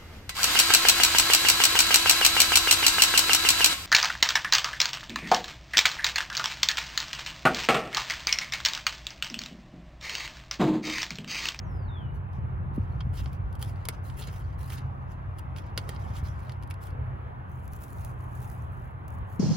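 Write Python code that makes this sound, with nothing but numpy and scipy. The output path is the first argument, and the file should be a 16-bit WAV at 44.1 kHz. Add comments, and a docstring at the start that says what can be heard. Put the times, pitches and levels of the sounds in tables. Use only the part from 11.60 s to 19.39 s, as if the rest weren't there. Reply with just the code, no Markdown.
"""A paper seed packet slides, crackles and snaps in a palm as fingers pick out seeds and push them
into dry mulch. Rubbing is many tiny cracks over a hiss; a snap is a crease giving way and ringing the
paper. It all happens close to a microphone with two openings (ports), which takes a few soft bumps.
Around the garden: a far low rumble, a wash of far traffic, two far engines and one falling bird
whistle, with faint microphone hiss on top."""
import sys
import numpy as np
from scipy import signal
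from scipy.fft import rfft, irfft, next_fast_len
from scipy.io import wavfile
from scipy.ndimage import uniform_filter1d, map_coordinates

SR = 44100
rng = np.random.default_rng(int(sys.argv[2]) if len(sys.argv) > 2 else 0)


def master_out(mix):
    """Clip the mix to full scale and print it as 16-bit PCM to the path in sys.argv[1]."""
    frames = np.transpose(np.atleast_2d(mix))
    ceiling = np.clip(frames, -1, 1)
    pcm = np.round(ceiling * 32767).astype(np.int16)
    wavfile.write(sys.argv[1], SR, pcm)


N = 343695
TIME = np.arange(N) / SR


def amp(db):
    """Turns decibels into a gain to multiply by."""
    return np.exp(np.asarray(db) * np.log(10) / 20)


def unit(x):
    """Scales a sound so that the average of its channels has a strength (rms) of 1."""
    return x / np.sqrt(np.mean(np.atleast_2d(x).mean(0) ** 2) + 1e-20)


def over_time(rows):
    """Joins a table's points in time, giving one curve for each later column."""
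    times, *columns = np.transpose(rows)
    return [np.interp(TIME, times, column) for column in columns]


def over_hz(rows, hz):
    """Reads a table's later columns at the given frequencies."""
    freqs, *columns = np.transpose(rows)
    return [np.interp(np.log(hz + 1), np.log(freqs), column) for column in columns]


def during(start, end):
    """1 between two times and 0 outside, with soft ends."""
    return uniform_filter1d(1. * ((TIME >= start) & (TIME <= end)), size=600)


def swells(rows):
    """A few smooth rises and falls in level, in dB."""
    return sum(db * np.exp(-((TIME - peak_s) / width_s) ** 2) for peak_s, width_s, db in rows)


def wander(rate_hz):
    """A random drift of strength 1: random points joined by straight lines."""
    points = rng.standard_normal(2048)
    return unit(np.interp(2 * rate_hz * TIME, np.arange(len(points)), points))


def add(mix, start_s, sound):
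    """Mixes a sound in at the given time."""
    part = mix[max(round(start_s * SR), 0):][:len(sound)]
    part += sound[:len(part)]


def filtered(x, gain):
    """Multiplies each frequency of a sound by gain(hz)."""
    size = next_fast_len(x.shape[-1] + 2048)
    hz = np.fft.rfftfreq(size, 1 / SR)
    return irfft(rfft(x, size) * gain(hz), size)[..., :x.shape[-1]]


def colour_click(x, gain_db):
    """Shapes a click's tone so that it rings only afterwards (minimum phase)."""
    hz = abs(np.fft.fftfreq(len(x), 1 / SR))
    response = np.exp(np.conj(signal.hilbert(np.log(amp(gain_db(hz))))))
    return np.fft.ifft(np.fft.fft(x) * response).real


def mottled(x, depth_db, patch_hz, patch_s):
    """Lets small patches of low and high sound come and go at random."""
    hz, t, spectrum = signal.stft(x, SR, nperseg=512)
    grid = rng.standard_normal((256, 1024))
    places = np.meshgrid(hz / patch_hz, t / patch_s, indexing="ij")
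    patches = map_coordinates(grid, places, order=1, mode="wrap")
    return signal.istft(spectrum * amp(depth_db * patches / patches.std()), SR, nperseg=512)[1][:, :N]


def at_ports(x, path):
    """A near sound reaches the two ports with different timing (phase) and level."""
    def gain(hz):
        phase, balance_db = over_hz(path, hz)
        half = np.array([[.5], [-.5]])
        return amp(half * balance_db) * np.exp(1j * half * phase)
    return filtered(x, gain)


def from_right(x, lag_s=.00028):
    """A far sound from the right reaches the left port a little later."""
    return filtered(x, lambda hz: np.exp(-2j * np.pi * hz * lag_s * np.array([[.5], [-.5]])))


def echoes(x, echo_db, fade_s, dull_hz):
    """Surfaces around throw back a short dull tail, which drops 60 dB in fade_s."""
    t = np.arange(8192) / SR
    tail = rng.standard_normal((2, len(t))) * amp(-60 * t / fade_s) * (1 - np.exp(-t / 0.0015))
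    tail = signal.lfilter(*signal.butter(1, dull_hz, fs=SR), tail)
    tail /= np.linalg.norm(tail, axis=1, keepdims=True)
    return x + amp(echo_db) * signal.oaconvolve(x, tail, axes=1)[:, :N]


# Far traffic, and microphone hiss in the treble: frequency_hz, gain_db, left_right_likeness, right_lead_rad
WASH_TONE = [(59, 1.5, 0.87, -1), (186, 5.5, 0.67, 1.5), (354, -3, 0.67, 1), (550, -1, 0.52, 2),
             (790, 3, 0.47, 3), (1065, 1, 0.38, 3), (1595, -5, 0.6, 2.5), (2144, -14, 0.49, 1.18),
             (2764, -19.5, 0.97, 1.5), (3950, -33.5, 0.53, 1.5), (6760, -45, 1, 5), (11000, -42, 1, 0.5),
             (16000, -45, .85, 6)]
# Cars passing far off: peak_s, half_width_s, lift_db
PASSING_CARS = [(.1, 0.21, 1.4), (4.3, 0.45, 2.0), (5.45, 0.26, 1.5)]
def traffic_and_hiss(level_db=-50.0, waver_db=0.48):
    """A far, wavering wash of traffic from the side, with faint microphone hiss on top."""
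    size = next_fast_len(N)
    db, likeness, phase = over_hz(WASH_TONE, np.fft.rfftfreq(size, 1 / SR))
    left, other = rfft(rng.standard_normal((2, size)))
    right = (likeness * left + np.sqrt(1 - likeness ** 2) * other) * np.exp(1j * phase)
    wash = irfft(np.array([left, right]) * amp(db))[:, :N]
    wash = mottled(wash, depth_db=1.5, patch_hz=110, patch_s=.07)
    return unit(wash) * amp(level_db + swells(PASSING_CARS) + waver_db * wander(2.3))


# The tone of the far rumble: frequency_hz, gain_db
RUMBLE_TONE = [(20, -28.5), (32, -18.5), (45, -6), (62, 1.5), (100, -0.5), (135, -3), (170, -14),
               (230, -26.5), (330, -29.5), (600, -42.5), (2000, -97.5)]
# Its swells: peak_s, half_width_s, lift_db
RUMBLE_SWELLS = [(.95, 0.87, 5), (1.8, 0.95, 3), (4.62, 0.33, 3.5)]
def far_rumble(level_db=-40.0, stereo_db=-9):
    """A far low rumble swells and sinks, nearly alike at both ports."""
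    shared, side = rng.standard_normal((2, N))
    noise = shared + amp(stereo_db) * np.array([side, -side])
    rumble = filtered(noise, lambda hz: amp(over_hz(RUMBLE_TONE, hz)[0]))
    return unit(rumble) * amp(level_db + swells(RUMBLE_SWELLS) + 1.7 * wander(8))


# How loud the steady engine is: time_s, level_db
ENGINE_LEVEL = [(0, -37.5), (0.7, -38.5), (1.4, -38), (2.5, -39), (3.6, -41.5), (4.6, -39), (5.2, -42),
                (6.9, -43), (7.79, -46)]
# The tones in its hum: cycles_per_shaft_turn, gain_db
ENGINE_TONES = [(2, -11), (3, -0.5), (5, -19.5), (6, -17.5), (9, -28.5), (12, -27.5)]
def steady_engine(shaft_hz=30.89, waver_db=0.9):
    """Only a far engine's low tones carry this far; moving air makes them waver."""
    shaft = 2 * np.pi * shaft_hz * TIME
    hum = sum(amp(db + waver_db * wander(5.0)) * np.sin(cycles * shaft + 0.32 * wander(2.4))
              for cycles, db in ENGINE_TONES)
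    return np.sqrt(2) * hum * amp(over_time(ENGINE_LEVEL)[0])


# Swells of the passing engine on the moving air: peak_s, half_width_s, lift_db
DRONE_SWELLS = [(1.6, 1, 5), (3.2, 0.22, 7), (4.65, 0.25, 6.5), (5.43, 0.11, 11), (6.85, 0.44, 6.5)]
def passing_engine(start_hz=136.67, sink_hz_per_s=1.95, level_db=-47.5, lower_db=-3, lower_ratio=.622):
    """A far engine drones on two tones that sink in pitch as it passes."""
    phase = 2 * np.pi * np.cumsum(start_hz - sink_hz_per_s * TIME) / SR
    upper = np.sin(phase + 0.19 * wander(5.5))
    lower = amp(lower_db) * np.sin(lower_ratio * phase + .5 * wander(4))
    return np.sqrt(2) * (upper + lower) * amp(level_db + swells(DRONE_SWELLS))


# The bird's whistle: time_s, pitch_hz, level_db (before gain_db)
WHISTLE = [(0.01, 6950, -82), (0.04, 6550, -75), (0.06, 5900, -75), (0.125, 5280, -74), (0.20, 4880, -72),
           (0.275, 4280, -76), (0.288, 3730, -62), (0.34, 3560, -58), (0.375, 3350, -53.5),
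           (0.42, 3100, -60), (0.47, 2900, -64), (0.53, 2930, -68), (0.6, 2950, -84)]
def bird(gain_db=-2):
    """One pure falling whistle, faintly echoed by the trees."""
    hz, db = over_time(WHISTLE)
    wobbling_hz = hz * (1 + .008 * wander(110))
    song = np.sqrt(2) * np.sin(2 * np.pi * np.cumsum(wobbling_hz) / SR)
    song = song * amp(db + gain_db) * during(WHISTLE[0][0], WHISTLE[-1][0])
    return echoes(np.array([song, song]), echo_db=-10, fade_s=.25, dull_hz=6000)


# Soft thumps of the hands, hollow packet and microphone: start_s, level_db, middle_pitch_hz, fade_s
BUMPS = [(0.784, -26, 152.6, 0.36), (1.004, -28, 170, 0.023), (1.114, -27.5, 197, 0.073),
         (1.179, -15.5, 242, 0.046), (1.2, -24, 120, 0.06), (1.406, -36, 1120, 0.028),
         (1.467, -25.5, 156, 0.24), (1.66, -38.5, 706, 0.039), (2.026, -34, 191, 0.063),
         (2.254, -31, 130, .03), (2.288, -35, 575, 0.037), (2.29, -39, 398, 0.064),
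         (2.673, -45, 616, 0.096), (2.678, -36, 290, 0.048), (4.169, -23.5, 88, 0.087),
         (4.177, -29.5, 542, 0.039), (4.18, -38, 376, 0.052), (4.291, -36, 476, 0.059),
         (4.503, -22.5, 103, 0.15), (4.628, -22, 95, 0.13)]
def bumps(sag=.6, sag_s=0.0049, rise_s=0.0017):
    """Each bump is a short low tone that drops from above its middle pitch to below it."""
    out, t = np.zeros(N), np.arange(6000) / SR
    for start_s, db, middle_hz, fade_s in BUMPS:
        hz = middle_hz * (1 - sag / 2 + sag * np.exp(-t / sag_s))
        loudness = amp(db - 60 * t / fade_s) * (1 - np.exp(-t / rise_s))
        add(out, start_s, np.sin(2 * np.pi * np.cumsum(hz) / SR) * loudness)
    return out


def crack(swell_s, break_db, ring_db, ring_s):
    """Tiny fractures build up to one sharp break and die away, leaving a faint ring."""
    t = np.arange(4096) / SR
    progress = t / swell_s
    ring = np.minimum(progress, 1) * amp(ring_db - 60 * t / ring_s)
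    swell = (progress * np.exp(1 - progress)) ** 2 + ring
    burst = swell * rng.standard_normal(len(t))
    burst[np.argmax(swell)] = amp(break_db) * np.linalg.norm(burst) * rng.choice([-1, 1])
    power = uniform_filter1d(abs(np.fft.fft(burst)) ** 2, size=81, mode="wrap")
    burst = colour_click(burst, lambda hz: -10 * np.log10(power + 1e-9))  # evens out the tone
    return burst / np.linalg.norm(burst) * np.sqrt(.005 * SR)  # the energy of 5 ms at strength 1


def friction(slips_per_s, slip_s, break_db, spread_db, hiss_db, clump_db, shift_db, stereo_db):
    """Rubbing: countless tiny uneven cracks, in clumps, over the hiss of fibres."""
    sizes = amp(spread_db * np.minimum(rng.exponential(1, N), 4))
    sizes *= rng.random(N) < slips_per_s / SR
    shapes = rng.integers(0, 10, N)
    slips = np.zeros(N)
    for shape in range(10):
        tick = crack(slip_s, break_db, ring_db=-26, ring_s=.015)
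        slips += signal.oaconvolve(sizes * (shapes == shape), tick)[:N]
    hiss, side = rng.standard_normal((2, N))
    rub = unit(slips) + amp(hiss_db) * hiss + amp(stereo_db) * np.array([side, -side])
    rub *= amp(clump_db * wander(70))
    # as the contact moves, each half octave comes and goes on its own
    size = next_fast_len(N)
    spectrum = rfft(rub, size)
    octaves = np.log2(np.clip(np.fft.rfftfreq(size, 1 / SR), 2000, 16000) / 2000)
    bands = (np.maximum(1 - abs(2 * octaves - band), 0) for band in range(7))
    return sum(irfft(spectrum * band, size)[:, :N] * amp(shift_db * wander(35)) for band in bands)


def strokes(starts, lengths, levels_db, rise_s, slope_db_per_s, fade_db_per_s):
    """The loudness of a run of rubs: each rises, slopes up or down while it lasts, then dies away."""
    power, t = np.zeros(N), np.arange(SR // 2) / SR
    for start_s, length_s, db in zip(starts, lengths, levels_db):
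        fade_db = fade_db_per_s * np.maximum(t - length_s, 0)
        gain = np.minimum(t / rise_s, 1) * amp(db + slope_db_per_s * t - fade_db)
        add(power, start_s, gain ** 2)
    return np.sqrt(power)


# The tone of dry mulch: frequency_hz, gain_db
MULCH_TONE = [(300, -20), (1500, -5), (3500, -7.5), (5500, -6), (6900, -.5), (7600, -2), (8800, 3),
              (9800, .5), (10900, 0), (13200, .5), (15700, 1)]
# How the mulch reaches the two ports: frequency_hz, left_lead_rad, left_over_right_db
MULCH_PATH = [(300, 0, 0), (4500, -1.4, -4), (5600, -1.5, -4), (6600, -.7, 0), (8500, -3.1, 0),
              (11200, -6.3, 0), (13400, -9.4, 0), (15900, -12.5, 0)]
# Fingers pushing in: start_s, length_s, level_db (before rub_db)
PUSHES = [(5.872, 0.19, -68.5), (6.097, 0.062, -59), (6.192, 0.044, -51), (6.267, 0.23, -60),
          (6.56, 0.17, -67), (6.712, 0.22, -59.5), (6.936, 0.11, -66), (7.084, 0.2, -70.5),
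          (7.48, 0.07, -66), (7.663, 0.091, -63.5)]
# Chips cracking: start_s, level_db (before crack_db)
CHIP_CRACKS = [(5.894, -64), (6.035, -61), (6.0783, -46.5), (6.134, -42), (6.159, -56), (6.217, -51),
               (6.233, -50), (6.2374, -42), (6.385, -57), (6.4482, -38), (6.4566, -52), (6.593, -64),
               (6.644, -65), (6.6985, -64), (6.757, -53), (6.8355, -50), (6.9196, -52), (7.047, -60),
               (7.2766, -66), (7.4806, -46.5), (7.486, -55), (7.504, -52), (7.551, -63), (7.5857, -57.5),
               (7.726, -54)]
def mulch(rub_db=-1.5, crack_db=-5.5):
    """Dry chips scrape past the fingers, and now and then one cracks."""
    def tone_db(hz):
        return over_hz(MULCH_TONE, hz)[0]
    slips = friction(slips_per_s=220, slip_s=.0003, break_db=3, spread_db=3.5,
                     hiss_db=-3.5, clump_db=.9, shift_db=1.3, stereo_db=-8)
    slips = mottled(slips, depth_db=2.7, patch_hz=400, patch_s=.018)
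    rub = unit(at_ports(filtered(slips, lambda hz: amp(tone_db(hz))), MULCH_PATH))
    cracks = np.zeros(N)
    for start_s, db in CHIP_CRACKS:
        tick = crack(swell_s=0.0006, break_db=4, ring_db=-24, ring_s=0.016)
        add(cracks, start_s, amp(db + crack_db) * colour_click(tick, tone_db))
    pushing = strokes(*np.transpose(PUSHES), rise_s=0.04, slope_db_per_s=6, fade_db_per_s=256)
    settling = amp(-82.5) * during(5.89, N / SR)  # chips keep shifting between pushes
    return rub * amp(rub_db) * np.hypot(pushing, settling) + at_ports(cracks, MULCH_PATH)


# Pitches at which the packet likes to ring: pitch_hz, width_hz, lift_db
PAPER_RINGS = [(1290, 1100, 2), (2230, 190, 4), (3060, 260, 2.5), (3830, 400, -3), (4700, 330, 5.5),
               (5260, 270, 3.5), (6300, 720, 0.5)]
def paper_ring_db(hz):
    """How much the packet's ringing lifts or lowers each frequency."""
    return sum(db / (1 + (2 * (hz - pitch_hz) / width_hz) ** 2) for pitch_hz, width_hz, db in PAPER_RINGS)


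def flexing(x, octaves=.13, bends_per_s=7):
    """The packet's ringing slides up and down as the hand bends it."""
    hz, t, spectrum = signal.stft(x, SR, nperseg=512)
    pitch_ratio = np.interp(t, TIME, 2 ** (octaves * wander(bends_per_s)))
    ringing = amp(paper_ring_db(hz[:, None] / pitch_ratio))
    return signal.istft(spectrum * ringing, SR, nperseg=512)[1][:, :N]


# Strokes of paper against the hands: start_s, length_s, level_db, extra_treble_db
PAPER_STROKES = [(0.075, 0.098, -87, 11), (0.528, 0.03, -77, 5), (0.712, 0.066, -76, -5),
                 (1.125, 0.038, -76, 5), (1.172, 0.42, -76.5, -3), (1.526, 0.043, -60, 4),
                 (1.558, 0.037, -58.5, 5), (1.605, 0.076, -67, -3), (1.701, 0.048, -69.5, 1),
                 (1.984, 0.12, -64, 3.5), (2.138, 0.18, -73.5, -5), (2.313, 0.026, -60.5, -6),
                 (2.426, 0.071, -66, 6.5), (2.508, .05, -69, -5), (2.56, 0.04, -59, 10),
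                 (2.597, 0.042, -60.5, 5), (2.65, 0.027, -53.5, -8), (2.697, 0.11, -64.5, 3.5),
                 (2.805, 0.14, -72.5, -8), (2.974, 0.15, -66, 7.5), (3.091, 0.045, -53, 3.5),
                 (3.153, 0.028, -55.5, -10), (3.2, 0.064, -76, -16), (3.477, 0.052, -71, -1),
                 (3.757, 0.026, -70, 1.5), (3.955, 0.026, -58.5, 0), (3.998, 0.092, -71.5, -19),
                 (4.15, 0.1, -68, -3), (4.26, 0.098, -61.5, -5), (4.376, 0.16, -65.5, -2.5),
                 (4.529, 0.063, -60, 1), (4.624, 0.064, -62, -0.5), (4.683, 0.11, -72, -5),
                 (4.77, 0.16, -69, 0.5), (5.201, 0.071, -65, 7)]
def paper_rubbing(held_db=-86.5, held_treble_db=-13.5):
    """How hard the paper rubs over time: one gain for the scrape and one for its treble."""
    starts, lengths, db, treble_db = np.transpose(PAPER_STROKES)
    shape = dict(rise_s=0.03, slope_db_per_s=-26, fade_db_per_s=438)
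    held = amp(held_db) * during(1.8, 5.35)  # between strokes the packet still creeps on the skin
    scrape_gain = np.hypot(strokes(starts, lengths, db, **shape), held)
    treble_gain = np.hypot(strokes(starts, lengths, db + treble_db, **shape), held * amp(held_treble_db))
    return scrape_gain, treble_gain


# The tone of sliding paper: frequency_hz, gain_db
SLIDE_TONE = [(150, -20), (400, 4), (1000, 3), (2000, 4), (3300, 4), (4800, 0), (6000, 1), (7600, 0),
              (8800, 2), (10800, -2), (13000, -2), (15500, -1)]
# How the packet reaches the two ports: frequency_hz, left_lead_rad, left_over_right_db
PACKET_PATH = [(300, 0, 0), (1500, -.6, -1), (3300, -.3, -4), (4600, -.7, -7), (5600, -1.6, -6),
               (6800, -1.4, -1), (8300, -2.9, 1), (11200, -6.3, 1), (13400, -9.4, 1), (15800, -12.5, 1)]
def packet_slide(scrape_gain, treble_gain, scrape_db=4, split_hz=7500):
    """Paper rubs on skin and rings in shifting patches; some strokes are brighter than others."""
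    slips = friction(slips_per_s=520, slip_s=.0005, break_db=-8, spread_db=3.2,
                     hiss_db=-1, clump_db=1.1, shift_db=1.5, stereo_db=-7)
    slips = mottled(slips, depth_db=2.9, patch_hz=240, patch_s=.02)
    paper = filtered(slips, lambda hz: amp(over_hz(SLIDE_TONE, hz)[0]))
    rub = at_ports(flexing(paper), PACKET_PATH)
    scrape = filtered(rub, lambda hz: 1 / (1 + (hz / split_hz) ** 8))
    return unit(scrape) * amp(scrape_db) * scrape_gain + unit(rub - scrape) * treble_gain


# Rasps in the firmest strokes: start_s, length_s, level_db, start_pitch_hz, end_pitch_hz
RASPS = [(1.565, 0.058, -53, 3300, 3050), (1.568, 0.042, -55, 4670, 5100),
         (2.598, 0.064, -52.5, 3380, 2940), (2.613, 0.038, -55, 3920, 4400), (2.67, 0.038, -56, 1900, 1800),
         (3.105, 0.05, -52.5, 2100, 1800), (4.545, .04, -56.5, 3320, 3500), (4.64, .04, -61, 4900, 4500),
         (5.105, 0.012, -49.5, 2500, 2330)]
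def packet_rasps(width_hz=2000, slips_per_s=2500):
    """Pressed firmly, the paper chatters and rings one panel, whose pitch glides as it bends."""
    out, decay = np.zeros(N), np.exp(-np.pi * width_hz / SR)
    slips = rng.standard_normal(N) * (rng.random(N) < slips_per_s / SR)
    for start_s, length_s, db, start_hz, end_hz in RASPS:
        progress = np.linspace(0, 1, round(length_s * SR))
        glide = np.exp(2j * np.pi * np.cumsum(start_hz + (end_hz - start_hz) * progress) / SR)
        chatter = slips[round(start_s * SR):][:len(progress)]
        # keeps the part of the chatter near the gliding pitch
        ring = (glide * signal.lfilter([1], np.poly([decay, decay]), chatter / glide)).real
        add(out, start_s, unit(ring) * np.sin(np.pi * progress) * amp(db))
    return at_ports(out, PACKET_PATH)


def crinkles(scrape_gain, start_s=0.97, end_s=5.35, per_s=25, swell_s=0.0015, panel_hz=3400):
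    """Small creases give way at random, louder when the paper rubs harder; gives rows like SNAPS."""
    times = start_s + (np.arange(200) + rng.random(200)) / per_s
    lifts_db = -2.5 + 2 * rng.standard_normal(200)
    pitches = panel_hz * 2 ** (0.34 * rng.standard_normal(200))
    return [(s, 20 * np.log10(scrape_gain[round(s * SR)] + 1e-9) + lift_db, 0, swell_s, hz)
            for s, lift_db, hz in zip(times, lifts_db, pitches) if s < end_s]


# The tone of a snap: frequency_hz, gain_db
SNAP_TONE = [(120, -20), (300, -3), (500, 3), (750, 0), (1600, 2), (2600, -1), (3400, 3), (4800, -2),
             (7400, -5), (8600, 2), (11500, -3), (12500, -6), (14500, -4), (16500, -15)]
# Creases snapping: start_s, level_db (before gain_db), treble_db (before bright_db), swell_s, pitch_hz
SNAPS = [(.7309, -69, -5, 0.0021, 4400), (1.4042, -45, -28, 0.0026, 3240),
         (1.4075, -46.5, -43, 0.0019, 1190), (1.659, -44.5, -27, 0.0008, 2000),
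         (1.731, -63.5, 5, 0.00066, 4430), (1.927, -59.5, -2, 0.0011, 2700), (1.951, -58, 0, 0.0028, 3020),
         (1.993, -62, 2, 0.0018, 3000), (2.0146, -53, 1, 0.0005, 3100), (2.0183, -53, 1, .0007, 2800),
         (2.0255, -40, 0, 0.0013, 3140), (2.047, -59, 2, 0.00079, 3200), (2.0585, -61, 0, .001, 3600),
         (2.158, -62.5, -17, 0.00086, 4700), (2.2528, -41.5, -5.5, 0.0012, 1390),
         (2.2575, -52, -9, 0.001, 950), (2.2868, -33, 2, 0.00067, 2160), (2.2895, -41, -14, 0.00098, 2190),
         (2.4994, -51, -32, 0.00065, 3260), (2.5978, -56, 4, .0007, 3300), (2.672, -51, -2, .0018, 2000),
         (3.031, -57, -1, 0.00079, 2000), (3.0595, -64, 8, .0007, 3000), (3.102, -45, -6, 0.00087, 1970),
         (3.181, -56, -6, 0.0017, 2780), (3.7845, -54, 0, 0.0019, 2870), (3.792, -54.5, 2, .0012, 2850),
         (3.9625, -46, -18, 0.00092, 2500), (3.974, -55, -5, 0.0012, 3000),
         (3.983, -48.5, -11, 0.0023, 3260), (4.1756, -29, -10, 0.0017, 4400),
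         (4.1795, -40, -11, 0.0019, 3500), (4.187, -49, -12, .002, 3500), (4.2895, -39, -5, 0.003, 2020),
         (4.362, -49, -29, 0.0013, 5000), (4.566, -56, -6, 0.00086, 3420),
         (4.8945, -45.5, -19, 0.0012, 2070), (4.92, -52.5, -9, 0.00086, 4240),
         (5.025, -56, -6, 0.0012, 2690), (5.033, -55.5, -5, 0.0018, 2700), (5.074, -66, 3, 0.0017, 3000),
         (5.1018, -58, 4, 0.00073, 2400), (5.1083, -45, -5.5, 0.0016, 2370),
         (5.1408, -56, -6, 0.00069, 2700), (5.304, -61.5, -9, 0.0021, 4500)]
def packet_snaps(small_snaps, gain_db=2.0, split_hz=7500, bright_db=7, panel_db=7.5, panel_width=0.15):
    """A crease buckles in a quick run of cracks that ring one panel of the paper."""
    out = np.zeros(N)
    for start_s, db, treble_db, swell_s, pitch_hz in [*SNAPS, *small_snaps]:
        def tone_db(hz):
            highs = 1 - 1 / (1 + (hz / split_hz) ** 6)
            panel = panel_db / (1 + (2 * (hz / pitch_hz - 1) / panel_width) ** 2)
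            return over_hz(SNAP_TONE, hz)[0] + paper_ring_db(hz) + panel + highs * (treble_db + bright_db)
        snap = crack(swell_s, break_db=-6, ring_db=-16.5, ring_s=.03)
        add(out, start_s, amp(db + gain_db) * colour_click(snap, tone_db))
    return at_ports(out, PACKET_PATH)


def packet():
    """The whole packet: sliding, rasping, loud snaps and the crinkles that the sliding sets off."""
    scrape_gain, treble_gain = paper_rubbing()
    return packet_slide(scrape_gain, treble_gain) + packet_rasps() + packet_snaps(crinkles(scrape_gain))


def scene():
    """The hands close by, and the garden around them."""
    hands = echoes(packet() + mulch(), echo_db=-8.5, fade_s=0.055, dull_hz=3570)
    garden = bird() + from_right(steady_engine() + passing_engine() + far_rumble())
    return hands + bumps() + garden + traffic_and_hiss()


def record(dry):
    """Cuts away the very highest treble."""
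    low_pass = signal.firwin(301, cutoff=16100, window=("kaiser", 8), fs=SR)
    return signal.oaconvolve(dry, low_pass[None], "same")


dry = scene()
out = record(dry)
master_out(out)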